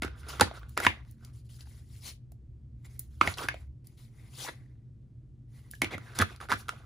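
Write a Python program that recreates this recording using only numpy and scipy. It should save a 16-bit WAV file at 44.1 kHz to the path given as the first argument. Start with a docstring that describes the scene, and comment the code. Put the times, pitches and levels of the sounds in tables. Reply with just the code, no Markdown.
"""A quiet room, close to a small stereo microphone: stiff glossy cards are thumbed apart, slid off a deck
and dropped on a pile. Edges snap and tick as short blows that ring damped modes and crack the gloss;
landing cards thud on two low modes. Sliding faces drag and hiss as gritty noise shaped by each stroke.
A short echo follows the cards; a low hum, a deep drone and room tone are filtered noise."""
import sys
import numpy as np
from scipy import signal
from scipy.fft import rfft, irfft
from scipy.io import wavfile
from scipy.ndimage import uniform_filter1d

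SR = 44100
rng = np.random.default_rng(int(sys.argv[2]) if len(sys.argv) > 2 else 0)


def int16_out(signal):
    """Quantize to a 16-bit WAV file."""
    q = np.round(np.clip(np.atleast_2d(signal).T, -1, 1) * 32767)
    wavfile.write(sys.argv[1], SR, q.astype(np.int16))


def makeup_ratio(level_db):
    """Linear amplitude ratio for a level in decibels (20 dB per factor of ten)."""
    decades = np.asarray(level_db, float) / 20
    return 10 ** decades


N = 302085  # samples


def evened(x):
    """Power normalization: scales a signal to rms 1."""
    return x / np.sqrt(np.mean(x ** 2) + 1e-20)


def peak_one(x):
    """Peak normalization: scales a signal to peak 1."""
    return x / abs(x).max()


def read(points, hz):
    """Logarithmic frequency scale: interpolates a table evenly per octave."""
    table_hz, value = np.transpose(points)
    return np.interp(np.log(hz + 1), np.log(table_hz + 1), value)


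def follow(points, x):
    """Linear interpolation of a two-column table."""
    return np.interp(x, *np.transpose(points))


def shape(x, gain_at):
    """Linear filtering: multiplies the spectrum of the last axis by a complex gain given over Hz."""
    size = x.shape[-1]
    return irfft(rfft(x) * gain_at(np.fft.rfftfreq(size, 1 / SR)), size)


def mode(hz, centre_hz, width_hz):
    """Damped resonance: causal response of one mode, 1 at its centre."""
    damping = 1j * hz * width_hz
    return damping / (centre_hz ** 2 - hz ** 2 + damping)


# Colour of the room tone. Each row: frequency in Hz, relative level in dB.
ROOM_TONE_COLOUR = [(25, -29.5), (45, -13.5), (90, -12), (170, -26.5), (300, -28.5), (450, -41), (900, -58),
                    (2000, -61.5), (9000, -70.5), (16000, -87.5)]
# Wavering hum. Each row: centre in Hz, width of each of two cascaded resonances in Hz, rms level in dB.
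HUM_BANDS = [(120.2, 22, -51.5), (223.3, 11, -69)]
# Deep drone that comes and goes. Each row: time in seconds, level in dB.
DRONE_LEVEL = [(0, -46.5), (2.0, -54), (2.9, -51), (3.651, -47.5), (3.85, -62), (5.3, -62.5), (6.85, -56.5)]


def background(room_tone_db=-55.5, apart=0.18):
    """Partly coherent field: room tone, wavering hum and deep drone are nearly alike at both ports."""
    def noise():
        return rng.standard_normal(N) + apart * rng.standard_normal((2, N))

    tone = shape(noise(), lambda hz: makeup_ratio(read(ROOM_TONE_COLOUR, hz)))
    out = makeup_ratio(room_tone_db) * evened(tone)
    for centre_hz, width_hz, db in HUM_BANDS:
        # a narrow band of noise wavers in strength
        out += makeup_ratio(db) * evened(shape(noise(), lambda hz: mode(hz, centre_hz, width_hz) ** 2))
    drone = evened(shape(noise(), lambda hz: mode(hz, 67, 21) ** 2))
    return out + drone * makeup_ratio(follow(DRONE_LEVEL, np.arange(N) / SR))


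# Decay of the echo. Each row: frequency in Hz, time to fall by 60 dB in seconds.
ECHO_T60 = [(300, .25), (1000, 0.071), (3000, 0.2), (10000, 0.14)]


def echo(x):
    """Reverberant decay: sparse taps of random sign, each band dying at its own speed."""
    taps = np.zeros((2, SR // 2))
    slots = np.arange(130, SR // 2 - 20, 20)
    at = slots + rng.integers(0, 20, (2, len(slots)))
    np.put_along_axis(taps, at, rng.choice([-1., 1.], at.shape), 1)
    hz, t, z = signal.stft(taps, SR, nperseg=256)
    decay = makeup_ratio(-60 * t / read(ECHO_T60, hz)[:, None])
    tail = signal.istft(z * decay, SR, nperseg=256)[1]
    return signal.fftconvolve(x[None], tail / np.linalg.norm(tail[0]), axes=1)[:, :N]


# Phase between the ports. Each row: frequency in Hz, lead of the left port in radians.
PORT_LEAD = [(100, 0), (1460, -.7), (3190, .5), (6720, -.2), (7920, -2.1), (9730, -6), (11800, -9.3),
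             (13700, -12.4), (16100, -15.7)]
# Balance of the ports. Each row: frequency in Hz, left minus right in dB.
PORT_COLOUR = [(150, -8), (600, 2), (1300, -5.5), (2500, 4), (5000, 4.5), (9000, 0.5), (14000, -0.5)]
# Where the hands are. Each row: time in seconds, left minus right in dB.
HAND_PLACE = [(0, -1.5), (2.099, 2), (3.2, -2), (4.402, 2.5), (5.7, -1.5), (6.85, -1)]


def ports(x):
    """Interaural-like differences: balance and treble delay part the two ports; long waves arrive alike."""
    pan_db = follow(HAND_PLACE, np.arange(N) / SR)
    low = shape(x, lambda hz: 1 / (1 + (hz / 250) ** 2))
    sides = []
    for half in (.5, -.5):  # left and right take half of each difference
        def colour(hz):
            return makeup_ratio(half * read(PORT_COLOUR, hz)) * np.exp(1j * half * read(PORT_LEAD, hz))

        sides.append(low + makeup_ratio(half * pan_db) * shape(x - low, colour))
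    return np.array(sides)


# Bending modes of a card. Each row: centre in Hz, width in Hz, level in dB before the core damping.
CARD_MODES = [(439.3, 200, 2), (727, 170, 0), (1000, 310, -2.5), (1300, 500, -6), (1500, 240, -8.5),
              (1986, 380, -3.5), (2540, 700, -17), (3350, 440, -6), (4052, 240, -28.5)]


def card(hz):
    """Modal superposition: all bending modes of the card together; the paper core damps the treble."""
    modes = sum(makeup_ratio(db) * mode(hz, centre_hz, width_hz) for centre_hz, width_hz, db in CARD_MODES)
    return modes / (1 + 1j * hz / 4000) ** 2


# Colour of the coated faces. Each row: frequency in Hz, relative level in dB.
GLOSS_COLOUR = [(1800, -15.5), (3000, -6), (4500, -4.5), (6500, -6), (8500, -4), (10000, -4), (12000, -5),
                (14000, -13), (15500, -13), (16400, -35)]


def gloss(hz):
    """Contact radiation: the bright colour of coated faces touching."""
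    return makeup_ratio(read(GLOSS_COLOUR, hz))


def grit(spread_db):
    """Stick-slip friction: noise whose strength changes every 1.5 ms, as contact catches and slips."""
    lumps = np.repeat(rng.exponential(1, N // 64 + 1), 64)[:N]
    lumps = np.minimum(uniform_filter1d(lumps, size=48), 3)
    return evened(rng.standard_normal(N) * makeup_ratio(spread_db * lumps))


def tinted(x, stroke_hz, lift_db, octaves, patchy_db):
    """Time-varying filtering: lifts a moving band and adds short random patches of uneven contact."""
    hz, t, z = signal.stft(x, SR, nperseg=256, noverlap=192)
    centre_hz = np.interp(t, np.arange(N) / SR, stroke_hz)
    lift = np.exp(-(np.log2((hz[:, None] + 1) / centre_hz) / octaves) ** 2)
    patches = uniform_filter1d(rng.standard_normal((len(t), len(hz))), size=10, axis=0)
    patches = evened(uniform_filter1d(patches, size=4, axis=1)).T
    z = z * makeup_ratio(lift_db * lift + patchy_db * patches)
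    z /= np.sqrt(uniform_filter1d((abs(z) ** 2).sum(0), size=64))  # keep the running power even
    return evened(signal.istft(z, SR, nperseg=256, noverlap=192)[1][:N])


# In the three stroke tables each row: touch in seconds, length until parting in seconds,
# drag of the card body at full contact in dB, hiss of the gloss at full contact in dB.
# A card is pulled along another and gathers speed.
PULL_STROKES = [(0.152, 0.086, -68, -61), (0.192, 0.26, -47, -60), (0.786, 0.12, -35, -41.5),
                (1.021, 0.16, -78, -72), (1.155, 0.2, -66, -70.5), (1.824, 0.26, -74.5, -62.5),
                (2.01, 0.13, -56, -44), (2.777, 0.2, -73, -74), (3.398, 0.07, -39, -56.5),
                (4.035, 0.38, -69, -70.5), (4.251, 0.216, -67.5, -59.5), (4.335, 0.19, -50, -42.5),
                (4.465, 0.045, -38, -59), (5.482, 0.18, -70.5, -67.5), (5.898, 0.37, -55.5, -66.5),
                (6.563, 0.071, -87, -52)]
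# A thumb or an edge rubs at even speed.
RUB_STROKES = [(.1, 0.14, -61, -88), (.46, 0.31, -60.5, -76), (.535, 0.074, -52, -59.5),
               (1.327, 0.116, -80.5, -67.5), (1.442, 0.052, -87.5, -72.5), (1.487, 0.14, -78.5, -61.5),
               (1.585, 0.067, -66.5, -59.5), (1.65, 0.25, -72, -65.5), (2.843, 0.0356, -61.5, -59.5),
               (2.897, 0.127, -74, -67.5), (3.1, 0.19, -81, -72.5), (3.206, 0.13, -38, -51),
               (3.253, 0.11, -47.5, -46.5), (3.368, 0.128, -42, -47), (3.478, 0.1034, -49.5, -78),
               (3.548, 0.13, -66, -70.5), (3.968, 0.14, -73.5, -64.5), (5.62, 0.13, -73, -74),
               (5.904, 0.072, -39.5, -56.5), (6.146, 0.088, -49.5, -50.5), (6.182, 0.062, -28, -62),
               (6.255, 0.14, -52.5, -62.5), (6.398, 0.081, -48.5, -57.5), (6.49, 0.072, -35, -47.5)]
# A flicked or dropped card skids to rest.
SKID_STROKES = [(.02, 0.069, -34.5, -51), (.285, 0.11, -56, -44), (.395, .14, -36.5, -56.5),
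                (.685, 0.22, -81.5, -66), (.769, .075, -33.5, -56), (.868, 0.13, -40, -60),
                (2.992, 0.13, -72, -64), (3.842, 0.3, -77, -71.5), (4.5, 0.25, -62.5, -71.5),
                (5.706, 0.165, -85.5, -59.5), (5.816, 0.09, -37, -67), (6.553, 0.17, -51.5, -60),
                (6.687, 0.26, -52.5, -64)]


def strokes():
    """Kinematics of contact: touch, full speed, slowing and parting times, by the rule of each kind."""
    for touch, length, *db in PULL_STROKES:
        yield touch + length * np.array([0, 0.4, 0.4 + 0.23, 1]), db
    # rise in seconds, hold as a share of what remains
    for rows, rise_s, hold in ((RUB_STROKES, 0.0074, 0.53), (SKID_STROKES, 0.0023, 0.053)):
        for touch, length, *db in rows:
            slowing = rise_s + hold * (length - rise_s)
            yield touch + np.array([0, rise_s, slowing, length]), db


# How much card hangs free sets where the drag is lifted. 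Each row: time in seconds, frequency in Hz.
FREE_CARD_HZ = [(0, 1459), (.7, 1300), (.83, 1992), (1.06, 1981), (1.3, 1206), (2.08, 2230), (2.99, 2108),
                (3.2, 1300), (3.45, 1359), (3.5, 2148), (4.3, 2084), (4.36, 3396), (4.44, 3590),
                (4.47, 1916), (5.71, 2010), (5.93, 2212), (6.16, 1393)]
# Light touches hiss high, firm ones and the very faintest lower.
# Each row: drag in dB, centre of the lifted hiss in Hz.
HISS_HZ = [(-88, 4700), (-82.5, 21000), (-57, 3400)]


def slides(light_db=-21):
    """Friction-driven vibration: grit drives the card modes and, finer, the gloss in swelling strokes."""
    t = np.arange(N) / SR
    drag_power, hiss_power, firm = np.zeros(N), np.full(N, 1e-14), np.zeros(N)
    for (touch, full, slowing, parted), (drag_db, hiss_db) in strokes():
        ends = [touch, full, slowing, parted, 2 * parted - slowing]  # the last contact lingers
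        stroke_db = np.interp(t, ends, [light_db, 0, 0, light_db, 2 * light_db], -200, -200)
        stroke_hiss = makeup_ratio(hiss_db + stroke_db) ** 2
        drag_power += makeup_ratio(drag_db + stroke_db) ** 2
        hiss_power += stroke_hiss
        firm += drag_db * stroke_hiss

    def level(power):
        return np.sqrt(abs(uniform_filter1d(power, size=200)))

    drag_hz = follow(FREE_CARD_HZ, t)
    hiss_hz = follow(HISS_HZ, firm / hiss_power)  # mean drag, weighted by hiss power
    drag = tinted(shape(grit(spread_db=2.2), card), drag_hz, lift_db=9.5, octaves=0.24, patchy_db=3.2)
    hiss = tinted(shape(grit(spread_db=1.5), gloss), hiss_hz, lift_db=2, octaves=1.0, patchy_db=3.0)
    return drag * level(drag_power) + hiss * level(hiss_power)


BLOW = 8192  # samples computed for each contact


def dying_noise(t60, rise_s=.001):
    """Exponential decay: noise that rises linearly and falls by 60 dB in t60 seconds."""
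    t = np.arange(BLOW) / SR
    return rng.standard_normal(BLOW) * makeup_ratio(-60 * t / t60) * np.minimum(t / rise_s, 1)


def contact(first_blow=1.3, chatter_t60=0.018):
    """Impulsive excitation: one smooth blow 1 ms in, with a dying chatter."""
    t = np.arange(BLOW) / SR
    blow = first_blow * np.exp(-((t - .001) / 0.0001) ** 2)
    return blow + dying_noise(chatter_t60)


# A card lands flat on the pile. Each row: start in seconds, peak level in dB.
LANDINGS = [(0.021, -32), (0.046, -28), (0.401, -31), (0.415, -17.5), (0.431, -26), (0.787, -33.5),
            (0.852, -40), (.865, -22), (3.213, -28.5), (3.274, -26), (5.82, -25), (5.835, -25),
            (5.844, -30.5), (5.937, -34.5), (5.95, -34.5), (5.978, -39.5), (6.197, -22.5), (6.205, -23),
            (6.519, -31), (6.537, -30.5)]


def thuds():
    """Low-frequency resonance: each landing excites the modes of cards on a hollow table."""
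    def pile(hz):
        return mode(hz, 210, 200) ** 2 + makeup_ratio(5.5) * mode(hz, 92, 33) ** 2

    out = np.zeros(N + BLOW)
    for s, db in LANDINGS:
        out[round(s * SR):][:BLOW] += makeup_ratio(db) * peak_one(shape(contact(), pile))
    return out[:N]


# Rings of edge snaps and ticks; a loud snap may take several rows. Each row: start in seconds,
# peak level of the ring in dB, bending ring in Hz, peak of the gloss crack in dB relative to the ring.
EDGE_SNAPS = [(0.021, -23.5, 2080, -3), (0.032, -28, 2200, -3), (.048, -34, 1420, 1),
              (0.078, -35, 1500, -17), (.232, -44, 1340, -12), (0.397, -15.5, 1150, -7.5),
              (.4093, -10, 1410, 3.5), (.411, -10, 490, -29.5), (.415, -10.5, 856, -24.5),
              (.42, -15.5, 1460, -27.5), (0.427, -18.5, 1800, -21.5), (0.512, -31.5, 695, -37),
              (0.631, -41.5, 1464, -22.5), (.693, -56.5, 3550, 12.5), (.775, -13.5, 1273, -5.5),
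              (0.784, -33.5, 2030, -15), (0.801, -23.5, 1400, -3.5), (0.849, -14.5, 1410, -10),
              (0.8651, -7, 1940, -12.5), (.866, -7.5, 980, -30.5), (0.8665, -13.5, 2870, -25),
              (1.111, -65, 5920, 21), (1.248, -49.5, 5210, 10.5), (1.607, -43.5, 4230, 3.5),
              (1.671, -50, 870, -18.5), (2.319, -55, 693.6, 6.5), (2.993, -60.5, 5960, 38),
              (3.2114, -8, 1246, -31), (3.2123, -8.5, 1207, -25), (3.2133, -16, 2270, -32.5),
              (3.274, -14.5, 2090, -14.5), (3.277, -23, 720, -31), (3.339, -33, 4030, -14),
              (3.383, -28, 3030, -3), (3.485, -17, 2240, -10), (3.486, -15, 1580, -16),
              (3.542, -31.5, 647, -11.5), (3.87, -53.5, 5380, 13.5), (4.447, -35.5, 798, -20.5),
              (4.465, -36.5, 1000, -18), (5.712, -60.5, 5680, 30.5), (5.735, -37, 1687, -18),
              (5.751, -51, 3000, 6), (5.818, -14, 2230, -4.5), (5.835, -32, 2120, -4),
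              (5.844, -21.5, 2250, -7), (5.98, -33.5, 1300, -6.5), (6.188, -24, 3170, 11),
              (6.2, -18.5, 1600, -16.5), (6.21, -16, 1590, -15.5), (6.215, -20, 1460, 2),
              (6.218, -17.5, 1620, -8.5), (6.222, -13, 1294, -8), (6.361, -48.5, 4200, 6.5),
              (6.402, -35.5, 1530, -35), (6.412, -34, 1300, -9), (6.487, -33.5, 1430, -10),
              (6.503, -24.5, 1600, -10), (6.508, -25, 2030, -7), (6.517, -13, 970, -15),
              (6.523, -13, 1300, -12.5), (6.53, -18, 1500, -18.5), (6.537, -18.5, 1235, -14),
              (6.683, -32.5, 1300, -3), (6.691, -19, 1300, -5)]
# Small ticks crack brighter. Each row: ring peak in dB, tilt added to the gloss in dB per octave.
TICK_TILT = [(-56.5, 13), (-46.5, -3), (-26, -1)]


def snaps(ring_width_hz=220, ring_loss_s=0.0001, card_share=0.36, low_cut=0.73,
          after_share=.3, after_narrow=0.23, crack_t60=0.014):
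    """Impact excitation: each row's blow rings the bending card and cracks the gloss."""
    out = np.zeros(N + BLOW)
    for s, db, ring_hz, crack_db in EDGE_SNAPS:
        width_hz = ring_width_hz + ring_loss_s * ring_hz ** 2  # high bends die sooner

        def bending(hz):
            body = card_share * card(hz) * 1j * hz / (low_cut * ring_hz + 1j * hz)
            after_ring = after_share * mode(hz, ring_hz, after_narrow * width_hz)
            return body + mode(hz, ring_hz, width_hz) ** 2 + after_ring

        tilt_db = follow(TICK_TILT, db)
        ring = shape(contact(), bending)
        crack = shape(dying_noise(crack_t60), lambda hz: gloss(hz) * makeup_ratio(tilt_db * np.log2(hz + 1)))
        out[round(s * SR):][:BLOW] += makeup_ratio(db) * (peak_one(ring) + makeup_ratio(crack_db) * peak_one(crack))
    return out[:N]


def scene():
    """Superposition: hands and cards close by, their short echo, and the room."""
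    cards = slides() + thuds() + snaps()
    alike, apart = echo(cards)
    # the echo differs between the ports mainly in the middle frequencies
    apart = shape(apart, lambda hz: hz / np.hypot(hz, 500) / np.hypot(1, hz / 6000))
    opposed = makeup_ratio(-7.5) * apart * [[1], [-1]]
    return ports(cards + makeup_ratio(-12.5) * alike) + opposed + background()


def top_cut(x):
    """Nothing passes above the cut-off."""
    return signal.sosfilt(signal.butter(12, 16520, fs=SR, output="sos"), x)


def record(dry):
    """Band limiting: a linear-phase low-pass at 16450 Hz finishes the mix."""
    edge = signal.firwin(511, 16450, window=("kaiser", 9), fs=SR)
    mix = signal.oaconvolve(dry, edge[None], "same")
    return top_cut(mix)


dry = scene()
out = record(dry)
int16_out(out)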